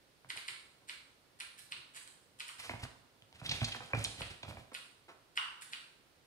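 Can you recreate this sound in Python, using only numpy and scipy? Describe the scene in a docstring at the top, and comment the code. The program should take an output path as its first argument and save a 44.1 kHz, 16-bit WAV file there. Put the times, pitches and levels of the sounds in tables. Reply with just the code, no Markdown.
"""Kitten on a rug

A kitten pounces on a woven rug, drags it and rolls over on a wooden floor in a fairly live room.
Friction makes claws rasp, cloth rustle and fur brush; paws and body excite the modes of the boards.
Close to the microphone, fingers snap for its attention: skin slips, then cavities of the hand resonate."""
import sys
import numpy as np
from scipy import signal
from scipy.fft import rfft, irfft
from scipy.io import wavfile

SR = 44100
rng = np.random.default_rng(int(sys.argv[2]) if len(sys.argv) > 2 else 0)


def waveform_to_disk(signal):
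    """Save audio, clipped to [-1, 1], as 16-bit WAV at the path in sys.argv[1]."""
    frames = np.transpose(np.atleast_2d(signal))
    scaled = np.clip(frames, -1, 1) * 32767
    samples = np.round(scaled).astype(np.int16)
    wavfile.write(sys.argv[1], SR, samples)


N = 276066

# Levels are relative within each source. A rasp's nominal f scales its spectrum in frequency.
# room air spectrum: f/Hz, level/dB
AIR = [(15, -68), (25, -9.5), (144, -2), (179, -6), (234, -6.5), (268, -4.5), (315, -5.5), (460, -6.5),
       (541, -5), (653, -8.5), (811, -9), (4200, -13), (4810, -14.5), (8030, -24.5), (15800, -24.5)]
# reverberation time: f/Hz, T60/s
ROOM_T60 = [(60, 0.7), (200, 0.66), (600, 0.77), (1500, 0.72), (3000, 0.3), (6000, 1), (10000, 0.32),
            (16000, 0.32)]
# left-right coherence of the diffuse field: f/Hz, coherence
COHERENCE = [(100, 0.72), (250, 0.46), (500, 0.64), (1000, 0.02), (2000, 0), (16000, 0.09)]
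# sensitivity of the right microphone port over the left: f/Hz, gain/dB
RIGHT_LIFT = [(60, 3), (300, 5), (800, 3), (3000, 1.95), (6500, 2.5), (8200, 7.5), (9300, 11), (10800, 3.5),
              (13500, 1)]

# finger snaps: t/s, level/dB, palm cavity f/Hz, preceding slip time/s
SNAPS = [(0.3025, -48, 2130, 0.0042), (0.3738, -51.5, 2320, .008), (0.4849, -48.5, 2200, 0.0045),
         (0.8955, -51, 2270, 0.0099), (1.4065, -52, 2420, 0.0067), (1.7218, -49, 2610, 0.0062),
         (1.974, -63.5, 2530, 0.01), (2.4046, -51, 2460, 0.0076), (2.49, -56.5, 3000, .011),
         (4.2182, -49.5, 2560, 0.017), (4.7489, -50.5, 2520, 0.0073), (5.3748, -38.5, 2880, .009),
         (5.7333, -50, 2500, 0.0091)]
# slips that miss the palm: t/s, level/dB, slip time/s, nominal f/Hz
FUMBLES = [(1.596, 0.5, 0.0096, 10200), (1.953, -4.5, 0.0073, 8600), (1.9665, 2, .005, 8700),
           (2.079, -6.5, 0.0044, 8300), (2.607, -1, 0.017, 10300), (5.628, 2, .009, 9400)]
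# modes of the hand: f/Hz, level/dB, T60/s
HAND_MODES = [(2170, 5, 0.0031), (2803, -6, 0.012)]

# fur brushing the floor: t/s, level/dB, swell time/s, nominal f/Hz
BRUSHES = [(2.633, -47, 0.015, 1980), (3.9, -50, 0.011, 980), (4.715, -51, 0.0066, 675),
           (5.081, -51, 0.014, 890), (6.066, -71, 0.0069, 933)]
# weight shifting on the rug: t/s, level/dB, duration/s
SHIFTS = [(0.27, -65.5, 0.093), (0.48, -64, 0.077), (1.595, -57, 0.025), (1.71, -59, 0.069)]
# tugs on the rug: t/s, duration/s, rubbing level/dB, fold level/dB
TUGS = [(2.579, 0.095, -46.5, -62), (2.683, 0.12, -54.5, -51.5), (2.789, 0.056, -49, -52),
        (3.343, 0.35, -58.5, -62), (3.438, 0.16, -53.5, -50.5), (3.545, 0.1, -54.5, -71),
        (3.655, 0.35, -55.5, -58.5), (3.954, 0.18, -47, -48), (4.154, 0.17, -53, -57),
        (4.444, 0.15, -56.5, -50)]
# paws and body landing: t/s, knock level/dB, weight level/dB
LANDINGS = [(0.246, -54, -63), (0.361, -47, -62), (0.818, -60, -71), (2.695, -30, -46), (2.736, -36, -44.5),
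            (2.831, -46.5, -48), (2.852, -44.5, -46.5), (3.222, -64, -65), (3.326, -55, -73),
            (3.415, -42, -44.5), (3.486, -43.5, -42.5), (3.516, -37, -39.5), (3.616, -30.5, -28.5),
            (3.748, -35, -52), (3.805, -36, -56), (3.934, -22, -32), (3.969, -53, -34), (4.063, -38.5, -47),
            (4.207, -33, -39.5), (4.432, -38, -53), (4.48, -43, -48.5), (4.509, -41, -50),
            (4.57, -39.5, -50.5)]
# modes of the floorboards: f/Hz, level/dB, T60/s
BOARD_MODES = [(54, -16.5, 0.43), (89.5, -21, 0.38), (109, -14, 0.38), (115.7, -2, 0.14), (133, -37, 0.057),
               (164.5, -7, 0.11), (252.5, -6, 0.1), (271, -11, 0.057), (314, -5.5, 0.019),
               (420, 0.5, 0.006), (554, -4.5, 0.037), (653, -12, 0.068), (837, -5.5, 0.05),
               (967, -0.5, 0.021), (1225, -1, 0.008), (1550, -3.5, 0.03), (1820, -6.5, 0.0013),
               (2280, 6, 0.033)]
# claws tearing through the weave: t/s, level/dB, nominal f/Hz
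TEARS = [(2.6949, -46, 2660), (3.4581, -39, 3530), (3.491, -35.5, 3780), (3.511, -29.5, 3430),
         (3.606, -41, 3030), (3.6421, -33, 4100), (3.7186, -39, 3070), (4.04, -35, 8200),
         (4.045, -30.5, 3740), (4.2, -57, 2880), (4.428, -47, 3360)]
# claw tips ticking on the floor: t/s, level/dB, nominal f/Hz
TICKS = [(0.2466, -54.5, 1240), (2.8517, -41, 1710), (3.2221, -43, 2800), (3.3274, -48, 3480),
         (3.494, -29, 3770), (3.7468, -37, 1700), (3.861, -48, 7100), (3.9925, -43, 7600)]

# friction spectra at the usual sliding speed: f/Hz, level/dB
SKIN = [(450, -36), (1500, -5), (2900, -7), (4800, -9), (6200, -15.5), (9000, -10), (11700, -16),
        (16000, -29)]
FUR = [(40, -55), (200, -8), (500, -5.5), (1000, -4), (2000, -7.5), (4500, -19), (16000, -44)]
CLOTH = [(500, -14.5), (1200, -3.5), (2800, 2), (4500, -4), (7000, -13), (10000, -16), (13000, -25),
         (16000, -70)]
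FOLDS = [(30, -34), (65, 19.5), (120, 22.5), (210, 11.5), (400, 2), (800, 8), (1400, -38), (3000, -58),
         (8000, -18)]
WEAVE = [(400, -23), (1400, -26.5), (2800, -3.5), (4400, 3.5), (6400, -9.5), (10000, -25), (16000, -33)]
RUMBLE = [(50, -18), (140, 5), (230, -16), (380, -6.5), (700, -44), (2000, -54)]


def from_db(db):
    """Amplitude grows tenfold per 20 dB."""
    return 10 ** (np.asarray(db) / 20)


def unit_rms(x):
    """Normalisation to unit mean power."""
    return x / np.sqrt(np.mean(x ** 2) + 1e-20)


def at_hz(points, hz):
    """Interpolation on a log-frequency axis."""
    freqs, values = np.array(points).T
    return np.interp(np.log(np.maximum(hz, 1)), np.log(freqs), values)


def colour(x, spectrum):
    """Zero-phase filtering by a spectrum in dB."""
    size = x.shape[-1]
    return irfft(rfft(x) * from_db(at_hz(spectrum, np.fft.rfftfreq(size, 1 / SR))), size)


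def butter(x, order, hz, kind="low"):
    """Butterworth filtering: a maximally flat passband."""
    return signal.sosfilt(signal.butter(order, hz, kind, fs=SR, output="sos"), x)


def add(track, s, sound):
    """Superposition of a sound at time s."""
    i = max(round(s * SR), 0)
    track[i:i + len(sound)] += sound[:N - i]


def delay(x, s):
    """Travel time as a circular shift."""
    return np.roll(x, round(s * SR))


def ring(hz, t60, size=2048):
    """Free vibration of a damped mode."""
    t = np.arange(size) / SR
    return np.sin(2 * np.pi * hz * t) * np.exp(-np.log(1000) * t / t60)


def diffuse(size):
    """A diffuse field is coherent between two ports only at long wavelengths."""
    coherence = np.clip(at_hz(COHERENCE, np.fft.rfftfreq(size, 1 / SR)), 0, 1)
    mid, side = rfft(rng.standard_normal((2, size)))
    spectra = np.sqrt((1 + coherence) / 2) * mid + np.sqrt((1 - coherence) / 2) * side * [[1], [-1]]
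    return irfft(spectra, size)


def room_air():
    """Steady diffuse noise forms a quiet background."""
    return from_db(-69.5) * unit_rms(colour(diffuse(N), AIR))


def room_tail(build_s=0.0029, size=24576):
    """Reflections build up quickly, then each octave decays exponentially at its own rate."""
    t, hz = np.arange(size) / SR, np.fft.rfftfreq(size, 1 / SR)
    noise, tail = rfft(diffuse(size)), 0
    for centre in np.geomspace(125, 16000, 8):
        octave = np.clip(1 - abs(np.log2(np.maximum(hz, 100) / centre)), 0, 1)
        decay = np.exp(-np.log(1000) * t / at_hz(ROOM_T60, centre))
        tail += irfft(noise * octave, size) * decay
    tail *= 1 - np.exp(-(t / build_s) ** 2)
    return tail / np.sqrt(np.sum(tail ** 2) / 2)


def reverberation(feed, changes=6):
    """Reflections vary with position: for a hand-held microphone, one response fades into the next."""
    feed = butter(feed, 2, 209, "high")
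    out, hop = np.zeros((2, N)), N // changes + 1
    for start in range(-hop, N, hop):
        span = np.arange(max(start, 0), min(start + 2 * hop, N))
        piece = feed[span] * np.sin(np.pi * (span - start) / (2 * hop))
        for side, echo in zip(out, signal.fftconvolve(piece[None], room_tail())):
            add(side, span[0] / SR, echo)
    return out


def near_reflections(x):
    """Echoes from two near surfaces interfere with the direct sound."""
    return x + from_db(-6.5) * delay(x, 0.002003) + from_db(-11) * delay(x, 0.0074)


def place(x, lag_s):
    """A path difference brings direct sound to the right port later."""
    return np.array([x, delay(x, lag_s)])


def friction(spectrum, per_s, spread_db, size=N):
    """Stick-slip friction is a random train of tiny, uneven catches."""
    heights = from_db(spread_db * np.minimum(rng.exponential(1, size), 3))
    signs = rng.choice([-1, 1], size)
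    catches = rng.random(size) < per_s / SR
    return unit_rms(colour(heights * signs * catches, spectrum))


def rasps(strokes, grain, usual_hz, per_s, spread_db):
    """Friction swells and fades in each stroke; faster sliding shifts its spectrum upward."""
    out, t = np.zeros(N), np.arange(4096) / SR
    for s, db, swell_s, nominal_hz in strokes:
        age = t / swell_s
        spectrum = [(hz * nominal_hz / usual_hz, level) for hz, level in grain]
        add(out, s, from_db(db) * age * np.exp(1 - age) * friction(spectrum, per_s, spread_db, len(t)))
    return out


def finger_slips(creep_lead_s=0.012, creep_swell_s=0.0064, usual_slip_s=0.0067, slip_hz=9120):
    """Skin creeps, then slips on skin, releasing the same energy however quick the slip."""
    tries = [(s, 0, slip_s, slip_hz) for s, _, _, slip_s in SNAPS] + FUMBLES
    strokes = []
    for s, db, slip_s, hz in tries:
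        slip_db = db - 36.5 - 10 * np.log10(slip_s / usual_slip_s)
        strokes.append((s - slip_s - creep_lead_s, db - 49, creep_swell_s, hz))
        strokes.append((s - slip_s, slip_db, 0.3 * slip_s, hz))
    return from_db(-12) * rasps(strokes, SKIN, usual_hz=9470, per_s=11000, spread_db=10)


def finger_snaps(cupped_hz=2633, ring_s_per_hz=7e-6):
    """Impact on the palm excites two cavity resonances: a small pocket and the hollow of the hand."""
    pops, hollows = np.zeros((2, N))
    hand = sum(from_db(db) * ring(hz, t60) for hz, db, t60 in HAND_MODES)
    for s, db, cavity_hz, _ in SNAPS:
        # a well-cupped hand rings higher and longer, with less bite and more hollow
        excess_hz = max(cavity_hz - cupped_hz, 0)
        cavity = ring(cavity_hz, t60=0.008 + ring_s_per_hz * excess_hz)
        bite = from_db(9 - 0.3 * excess_hz) * ring(hz=4190, t60=0.002)
        hollow = from_db(-6.5 + 0.026 * (cavity_hz - cupped_hz)) * ring(hz=1470, t60=0.005)
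        add(pops, s, from_db(db) * (hand + cavity - bite))
        add(hollows, s, from_db(db) * hollow)
    # soft flesh rounds the impact, and a hand is too small to radiate bass
    return from_db(14.5) * butter([pops, hollows], 7, [930, 5960], "band")


def fur_and_pads(skid_lag_s=0.011, skid_swell_s=0.005, skid_hz=760, usual_knock_db=-35.5):
    """Soft friction: fur brushes the floor, and pads skid louder after a harder landing."""
    skids = [(s + skid_lag_s, -48 + 0.92 * (knock_db - usual_knock_db), skid_swell_s, skid_hz)
             for s, knock_db, _ in LANDINGS]
    return from_db(-3.5) * rasps(BRUSHES + skids, FUR, usual_hz=930, per_s=3500, spread_db=4)


def pressure(strokes, rise_s=0.012):
    """Contact pressure rises quickly and relaxes over each stroke's duration."""
    out, t = np.zeros(N), np.arange(SR // 2) / SR
    for s, db, length_s in strokes:
        add(out, s, from_db(db) * (1 - np.exp(-t / rise_s)) * np.exp(-(t / length_s) ** 2))
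    return out


def rug(jerks_per_s=55, jerk_db=5):
    """Friction follows pressure in jerks: threads rub, heavy folds flop and shifting weight rumbles."""
    threads = friction(CLOTH, per_s=5000, spread_db=4)
    folds = friction(FOLDS, per_s=1300, spread_db=3.5)
    rumble = friction(RUMBLE, per_s=700, spread_db=0)
    threads *= from_db(-3) * pressure([(s, db, length_s) for s, length_s, db, _ in TUGS])
    folds *= from_db(-4) * pressure([(s, db, length_s) for s, length_s, _, db in TUGS])
    rumble *= from_db(-6.5) * pressure(SHIFTS, rise_s=0.015)
    knots = rng.standard_normal(N // 20)
    jerks = unit_rms(np.interp(np.arange(N) / SR * jerks_per_s, np.arange(len(knots)), knots))
    return (threads + folds + rumble) * from_db(jerk_db * jerks)


def floorboards(pad_hz=168, knock_low_hz=390, contact_hz=1600):
    """Contact hardness sets bandwidth: pads drive the low modes, claw or bone the higher ones."""
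    push, knock = np.zeros((2, N))
    for s, knock_db, weight_db in LANDINGS:
        modes = 0
        for k, (hz, db, t60) in enumerate(BOARD_MODES):
            # every spot on the floor rings a little differently
            spot_db, detune = rng.normal(0, [2, 0.087])
            polarity = (-1) ** (k // 2)
            modes += polarity * from_db(db + spot_db) * ring(hz * (1 + detune), t60, size=16384)
        add(push, s, from_db(weight_db + 2.5) * modes)
        top_hz = contact_hz * from_db(0.27 * max(knock_db + 33.5, 0))   # hard blows are brighter
        add(knock, s, from_db(knock_db - 6.5) * butter(modes, 2, [knock_low_hz, top_hz], "band"))
    thumps = butter(push, 2, pad_hz) + knock
    return butter(thumps, 2, 48, "high")   # little radiates below the lowest mode


def claws(usual_hz=4170, usual_swell_s=0.0035, tick_swell_s=0.0003):
    """A claw crosses a few threads, so speed sets pitch and duration; a tick is nearly an impulse."""
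    tears = [(s, db, usual_swell_s * usual_hz / hz, hz) for s, db, hz in TEARS]
    ticks = [(s, db, tick_swell_s, hz) for s, db, hz in TICKS]
    scratches = from_db(-0.5) * rasps(tears + ticks, WEAVE, usual_hz, per_s=3600, spread_db=2)
    return butter(scratches, 3, 10500)   # soft threads give little high treble


def scene():
    """Direct and reverberant fields add: fingers near on the left, the kitten ahead, air all around."""
    pops, hollows = finger_snaps()
    slips = finger_slips()
    rustle = claws() + fur_and_pads()
    thumps = floorboards()
    rustle += rug()
    hand = place(near_reflections(pops) + slips, lag_s=17 / SR)
    kitten = place(rustle + thumps, lag_s=7 / SR)
    # the hollow of the hand faces away and is heard only through the room
    feed = from_db(1) * pops + hollows + from_db(2.5) * slips
    feed += from_db(-6) * rustle + from_db(-7) * thumps
    return room_air() + reverberation(feed) + hand + kitten


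def record(dry, cutoff_hz=15600):
    """The microphone is band-limited; its right port is more sensitive and resonates in the treble."""
    ports = np.array([dry[0], colour(dry[1], RIGHT_LIFT)])
    return signal.sosfilt(signal.ellip(10, .1, 80, cutoff_hz, fs=SR, output="sos"), ports)


dry = scene()
out = record(dry)
waveform_to_disk(out)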